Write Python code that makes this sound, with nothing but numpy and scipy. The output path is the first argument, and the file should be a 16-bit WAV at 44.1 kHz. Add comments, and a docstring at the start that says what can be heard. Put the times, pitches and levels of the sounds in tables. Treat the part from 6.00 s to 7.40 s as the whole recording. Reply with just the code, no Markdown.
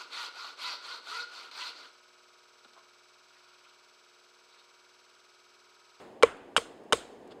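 """A hatchet chops three times into an upright stick in a snowy wood.
A distant noise rush runs throughout; at the start an earlier chop's echo is still fading over it.
Each chop is a bite (damped modes and a noise tick), tearing fibres (dense snaps and a wavering squeak),
then a hollow knock on the log below (more modes and a noise crack) and a soft echo of filtered noise
from the trees. Tiny bark ticks fall between and after the blows; a light scuff ends the scene as the
hatchet is lifted."""
import sys
import numpy as np
from scipy import signal
from scipy.fft import rfft, irfft, next_fast_len
from scipy.io import wavfile
from scipy.ndimage import uniform_filter1d, map_coordinates

SR = 44100
rng = np.random.default_rng(int(sys.argv[2]) if len(sys.argv) > 2 else 0)


def dump(signal):
    """Clip the signal to [-1, 1] and save it as 16-bit WAV at the path in sys.argv[1]."""
    limited = np.clip(np.atleast_2d(signal).T, -1, 1)
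    pcm = np.round(limited * 32767).astype(np.int16)
    wavfile.write(sys.argv[1], SR, pcm)


N = 61739  # length [samples]


def amp(db):
    """Decibels to gain."""
    return 10 ** (np.asarray(db) / 20)


def unit(x):
    """Scale to rms 1."""
    return x / np.sqrt(np.mean(x ** 2) + 1e-20)


def along(points, hz):
    """Read (frequency, value) points on a log-frequency axis."""
    f, v = np.transpose(points)
    return np.interp(np.log(hz + 1), np.log(f + 1), v)


def since(s):
    """Seconds since s, zero before."""
    return np.maximum(np.arange(N) / SR - s, 0)


def decay(t, t60):
    """Exponential decay by 60 dB in t60 seconds."""
    return np.exp(-np.log(1000) * t / t60)


def fade(t, t60):
    """Decay that is silent until t leaves zero."""
    return (t > 0) * decay(t, t60)


def coloured(x, colour):
    """Minimum-phase filter with the given colour, so nothing sounds before its cause."""
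    m = 2 * next_fast_len(N)
    log_gain = np.log(amp(along(colour, np.fft.rfftfreq(m, 1 / SR))))
    cepstrum = irfft(log_gain, m)
    # folding the cepstrum onto positive time makes the filter causal
    cepstrum[1:m // 2] *= 2
    cepstrum[m // 2 + 1:] = 0
    return irfft(rfft(x, m) * np.exp(rfft(cepstrum)), m)[:N]


def burst(envelope, colour):
    """Noise of random signs under an envelope, through a colour scaled to unit power."""
    power = np.mean(amp(along(colour, np.linspace(0, SR / 2, SR // 10))) ** 2)
    noise = np.sign(rng.standard_normal(N))
    return coloured(envelope * noise, colour) / np.sqrt(power)


def ring(s, modes, attack):
    """Damped modes struck at s with a smooth attack; neighbours swing in opposite directions."""
    t = since(s)
    rise = 1 - np.exp(-(t / attack) ** 2)
    total = np.zeros(N)
    for k, (hz, db, t60) in enumerate(modes):
        total += (-1) ** k * amp(db) * fade(t, t60) * np.sin(2 * np.pi * hz * t)
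    return rise * total


# blade meets wood: (time [s], clack level [dB])
BITES = [(0.2256, -8), (0.5646, -3), (0.9241, -4.5)]
# wood modes of the clack: (frequency [Hz], relative level [dB], T60 [s])
CLACK_MODES = [(565, -13.5, 0.019), (904, -3.5, 0.0058), (1424, 4, 0.0065), (1596, -2, 0.0061),
               (2220, -19, 0.013), (2960, -6.5, 0.017)]
# noise colour shared by the edge tick and the knock's crack: (frequency [Hz], relative level [dB])
CRACK_COLOUR = [(100, -21), (250, -1), (700, 1.5), (1400, 5.5), (1850, 3.5), (2500, -3.5), (3800, 1),
                (4600, -12), (5200, -7.5), (6400, -6), (7700, -10.5), (9800, -12.5), (11500, -28),
                (15500, -45)]
BITE_ATTACK_S = 0.00038
EDGE_DB, EDGE_T60_S = -18, 0.016  # edge tick, level relative to the clack


def bites():
    """The edge hits: short damped wood modes give a dead clack, a noise burst gives the tick."""
    clack = sum(amp(db) * ring(s, CLACK_MODES, BITE_ATTACK_S) for s, db in BITES)
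    edge = sum(amp(db + EDGE_DB) * fade(since(s), EDGE_T60_S) for s, db in BITES)
    return clack + burst(edge, CRACK_COLOUR)


# blade sinks in: (time [s], length [s], tearing level [dB], squeak level [dB], centre squeak pitch [Hz])
TEARS = [(0.227, 0.0034, -35.5, -22.5, 3012), (.5672, .012, -26, -28, 3208),
         (0.9242, 0.0067, -24.5, -20, 3073)]
# noise colour of the fibres: (frequency [Hz], relative level [dB])
TEAR_COLOUR = [(300, -22), (1000, -5.5), (2000, -5), (2600, 1.5), (3400, 4.5), (4200, -7), (5200, 0.5),
               (6400, -6.5), (8700, -2.5), (10500, -16), (15500, -37)]
SNAPS_PER_S, SNAP_SPREAD_DB, TEAR_T60_S = 12000, 5, 0.01
SQUEAK_WANDER, SQUEAK_WANDER_PER_S = 0.027, 400  # share of the pitch; changes per second


def tearing():
    """Dense tiny snaps and an unsteady squeak hold while the blade moves through the wood, then die."""
    snap_happens = rng.random(N) < SNAPS_PER_S / SR
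    snaps = unit(snap_happens * amp(SNAP_SPREAD_DB * rng.standard_normal(N)))
    drift = map_coordinates(rng.standard_normal(N // 10), [since(0) * SQUEAK_WANDER_PER_S])
    wander = 1 + SQUEAK_WANDER * drift
    force, squeak = np.zeros(N), np.zeros(N)
    for s, length, tear_db, squeak_db, hz in TEARS:
        started = since(s) > 0
        moving = started * decay(since(s + length), TEAR_T60_S)
        phase = 2 * np.pi * hz * np.cumsum(wander * started) / SR
        force += amp(tear_db) * moving
        squeak += amp(squeak_db) * moving * np.sin(phase)
    return burst(force * snaps, TEAR_COLOUR) + squeak


# stick lands on the log:
# (time [s], low modes level [dB], upper modes level [dB], crack level [dB], ground level [dB])
KNOCKS = [(0.232, 3.5, -2, -9, 1), (0.5777, -16, -14.5, -21.5, -8.5), (0.9305, -9, -12, -11, -2)]
# hollow body of stick and log: (frequency [Hz], relative level [dB], T60 [s])
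LOW_MODES = [(298.6, -9.5, 0.02), (464.8, 3.5, 0.036), (544, 4.5, 0.017)]
# harder knock of stick and log: (frequency [Hz], relative level [dB], T60 [s])
UPPER_MODES = [(820, -21, 0.01), (852, -27.5, 0.083), (1088, -0.5, 0.026), (1317, 3, 0.012),
               (1586, -3.5, 0.0088), (2030, -16, 0.042), (2328, -2.5, 0.018), (3030, -7, 0.014),
               (3830, -17, 0.02), (5050, -15, 0.0072), (6280, -34, 0.013)]
# dull shove of the stick, alike at every landing: (frequency [Hz], level [dB], T60 [s])
PUSH_MODES = [(214, -26.5, 0.014)]
# the frozen ground takes the blow: (frequency [Hz], relative level [dB], T60 [s])
GROUND_MODES = [(29.6, -55.5, 0.48), (68, -41.5, 0.21), (112.3, -28, 0.069)]
LOW_ATTACK_S, UPPER_ATTACK_S, PUSH_ATTACK_S, GROUND_ATTACK_S = 0.0055, 0.0024, 0.00063, 0.016
CRACK_T60_S = 0.011


def knocks():
    """The stick slams on the log: a noise crack, then modes for shove, hollow ring and faint ground thud."""
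    body, crack = np.zeros(N), np.zeros(N)
    for s, low_db, upper_db, crack_db, ground_db in KNOCKS:
        body += amp(low_db) * ring(s, LOW_MODES, LOW_ATTACK_S)
        body += amp(upper_db) * ring(s, UPPER_MODES, UPPER_ATTACK_S)
        body += ring(s, PUSH_MODES, PUSH_ATTACK_S)
        body += amp(ground_db) * ring(s, GROUND_MODES, GROUND_ATTACK_S)
        crack += amp(crack_db) * fade(since(s), CRACK_T60_S)
    return body + burst(crack, CRACK_COLOUR)


# glove and bark scuff: (time [s], width [s], level [dB])
SCUFFS = [(1.319, 0.0078, -54), (1.305, 0.053, -73)]
# noise colour of the scuff: (frequency [Hz], relative level [dB])
SCUFF_COLOUR = [(400, -21), (1000, -1), (1450, 6), (2300, -8), (3000, 3.5), (4900, -3.5), (6000, -16),
                (8000, -13), (12000, -36)]
SCUFF_GRAIN_DB = 3.5


def scuffing():
    """Glove rubs bark: grainy noise swells and falls in bell-shaped strokes."""
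    strokes = sum(amp(db) * np.exp(-.5 * ((since(0) - s) / width) ** 2) for s, width, db in SCUFFS)
    grain = unit(amp(SCUFF_GRAIN_DB * rng.standard_normal(N)))
    return burst(strokes * grain, SCUFF_COLOUR)


# tiny ticks of bark: (time [s], level [dB])
TICKS = [(.3705, -58.5), (.837, -61), (1.276, -57)]
# noise colour of the ticks: (frequency [Hz], relative level [dB])
TICK_COLOUR = [(1000, -12), (5000, -4), (8700, -2), (14000, -23)]
TICK_T60_S = 0.015


def bark_ticks():
    """Bits of bark tick: tiny decaying noise bursts."""
    ticks = sum(amp(db) * fade(since(s), TICK_T60_S) for s, db in TICKS)
    return burst(ticks, TICK_COLOUR)


TREBLE_FROM_HZ, TREBLE_FULL_HZ = 2540, 4030  # the treble shift grows between these
ECHO_PATCHY_DB = 2.2
ECHO_DELAY_S, ECHO_RISE_S = 0.00099, 0.0027


def scatter(s, colour, t60s, treble_db):
    """A patchy diffuse noise tail from s on; each frequency dies at its own speed."""
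    hz, t, spectrum = signal.stft(burst(1, colour), SR, nperseg=512)
    patches = rng.standard_normal(spectrum.shape)
    patches = uniform_filter1d(patches, size=2, axis=0)  # across frequency
    patches = unit(uniform_filter1d(patches, size=4, axis=1))  # across time
    treble = along([(TREBLE_FROM_HZ, 0), (TREBLE_FULL_HZ, treble_db)], hz)[:, None]
    dying = decay(np.maximum(t - s, 0), along(t60s, hz)[:, None])
    gain = amp(treble + ECHO_PATCHY_DB * patches) * dying
    tail = signal.istft(spectrum * gain, SR)[1][:N]
    return tail * (1 - np.exp(-since(s + ECHO_DELAY_S) / ECHO_RISE_S))


# each chop comes back blurred:
# (time [s], near trunks level [dB], far trees level [dB], treble shift [dB])
ECHOES = [(0.235, -32.5, -39.5, -5.5), (0.571, -37.5, -45.5, 4), (0.927, -35.5, -43.5, 5.5)]
# colour of the near trunks: (frequency [Hz], relative level [dB])
NEAR_COLOUR = [(100, -12.5), (450, 12), (800, 1.5), (1300, -6.5), (2100, -3), (3300, -0.5), (4500, -9.5),
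               (6500, -7), (8600, -6), (10500, -20), (13000, -29), (15500, -33)]
# dying away of the near trunks: (frequency [Hz], T60 [s])
NEAR_T60 = [(200, 0.23), (1500, 0.24), (4000, .27), (8000, 0.27), (15000, 0.23)]
# colour of the far trees: (frequency [Hz], relative level [dB])
FAR_COLOUR = [(100, -24), (450, 5.5), (800, 1.5), (1300, 5), (2100, -3), (3100, -5.5), (4500, -16),
              (8500, -22.5), (11000, -38), (15000, -42)]
# dying away of the far trees: (frequency [Hz], T60 [s])
FAR_T60 = [(200, 0.67), (1500, 0.58), (4000, 0.72), (12000, 1)]


def trees():
    """Trees scatter each chop: near trunks answer bright and short, far ones duller and longer."""
    echo = np.zeros(N)
    for s, near_db, far_db, treble_db in ECHOES:
        echo += amp(near_db) * scatter(s, NEAR_COLOUR, NEAR_T60, treble_db)
        echo += amp(far_db) * scatter(s, FAR_COLOUR, FAR_T60, treble_db)
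    return echo


# colour of the echo left from an earlier chop: (frequency [Hz], relative level [dB])
FADING_COLOUR = [(80, -36), (300, -7.5), (1200, -4.5), (3000, -14), (5500, -20.5), (8500, -24.5),
                 (12000, -37), (16000, -39)]
FADING_DB, FADING_T60_S = -52.5, 0.61


def fading_echo():
    """The last of an earlier chop's echo: coloured noise decaying from the start."""
    return burst(amp(FADING_DB) * fade(since(0), FADING_T60_S), FADING_COLOUR)


# colour of the distant rush: (frequency [Hz], relative level [dB])
AIR_COLOUR = [(15, -53), (25, -24), (59, -20), (165, -10.5), (248, -3), (414, 0), (771, -6), (957, -12.5),
              (1190, -16), (1290, -23), (1470, -21), (1880, -21), (2040, -24.5), (2970, -28.5),
              (3690, -32.5), (4580, -35.5), (5690, -35), (7450, -38), (15900, -52.5)]
AIR_DB, AIR_WAVER_DB = -50.5, -0.07


def air():
    """A far rush: coloured noise, steady but for a minute waver."""
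    waver = map_coordinates(rng.standard_normal(N // 100), [since(0) * 20])  # 20 changes per second
    return burst(amp(AIR_DB + AIR_WAVER_DB * waver), AIR_COLOUR)


def scene():
    """Chops, their echoes, and the quiet wood."""
    chops = bites() + tearing() + knocks()
    handling = scuffing() + bark_ticks()
    return (chops + handling + trees() + fading_echo() + air())[None]


# narrow dip of the microphone: (frequency [Hz], level [dB])
MIC_NOTCH = [(5350, -1), (5720, -11.5), (6150, -2)]
TOP_HZ = 16000


def record(dry):
    """The microphone has a narrow notch, rounds off the highest peaks and passes nothing from TOP_HZ up."""
    heard = coloured(dry[0], MIC_NOTCH)
    rounded = heard / (1 + np.abs(heard / .9) ** 8) ** (1 / 8)  # approaches a ceiling of 0.9
    m = 2 * next_fast_len(N)
    passed = np.fft.rfftfreq(m, 1 / SR) < TOP_HZ
    return irfft(rfft(rounded, m) * passed, m)[None, :N]


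dry = scene()
out = record(dry)
dump(out)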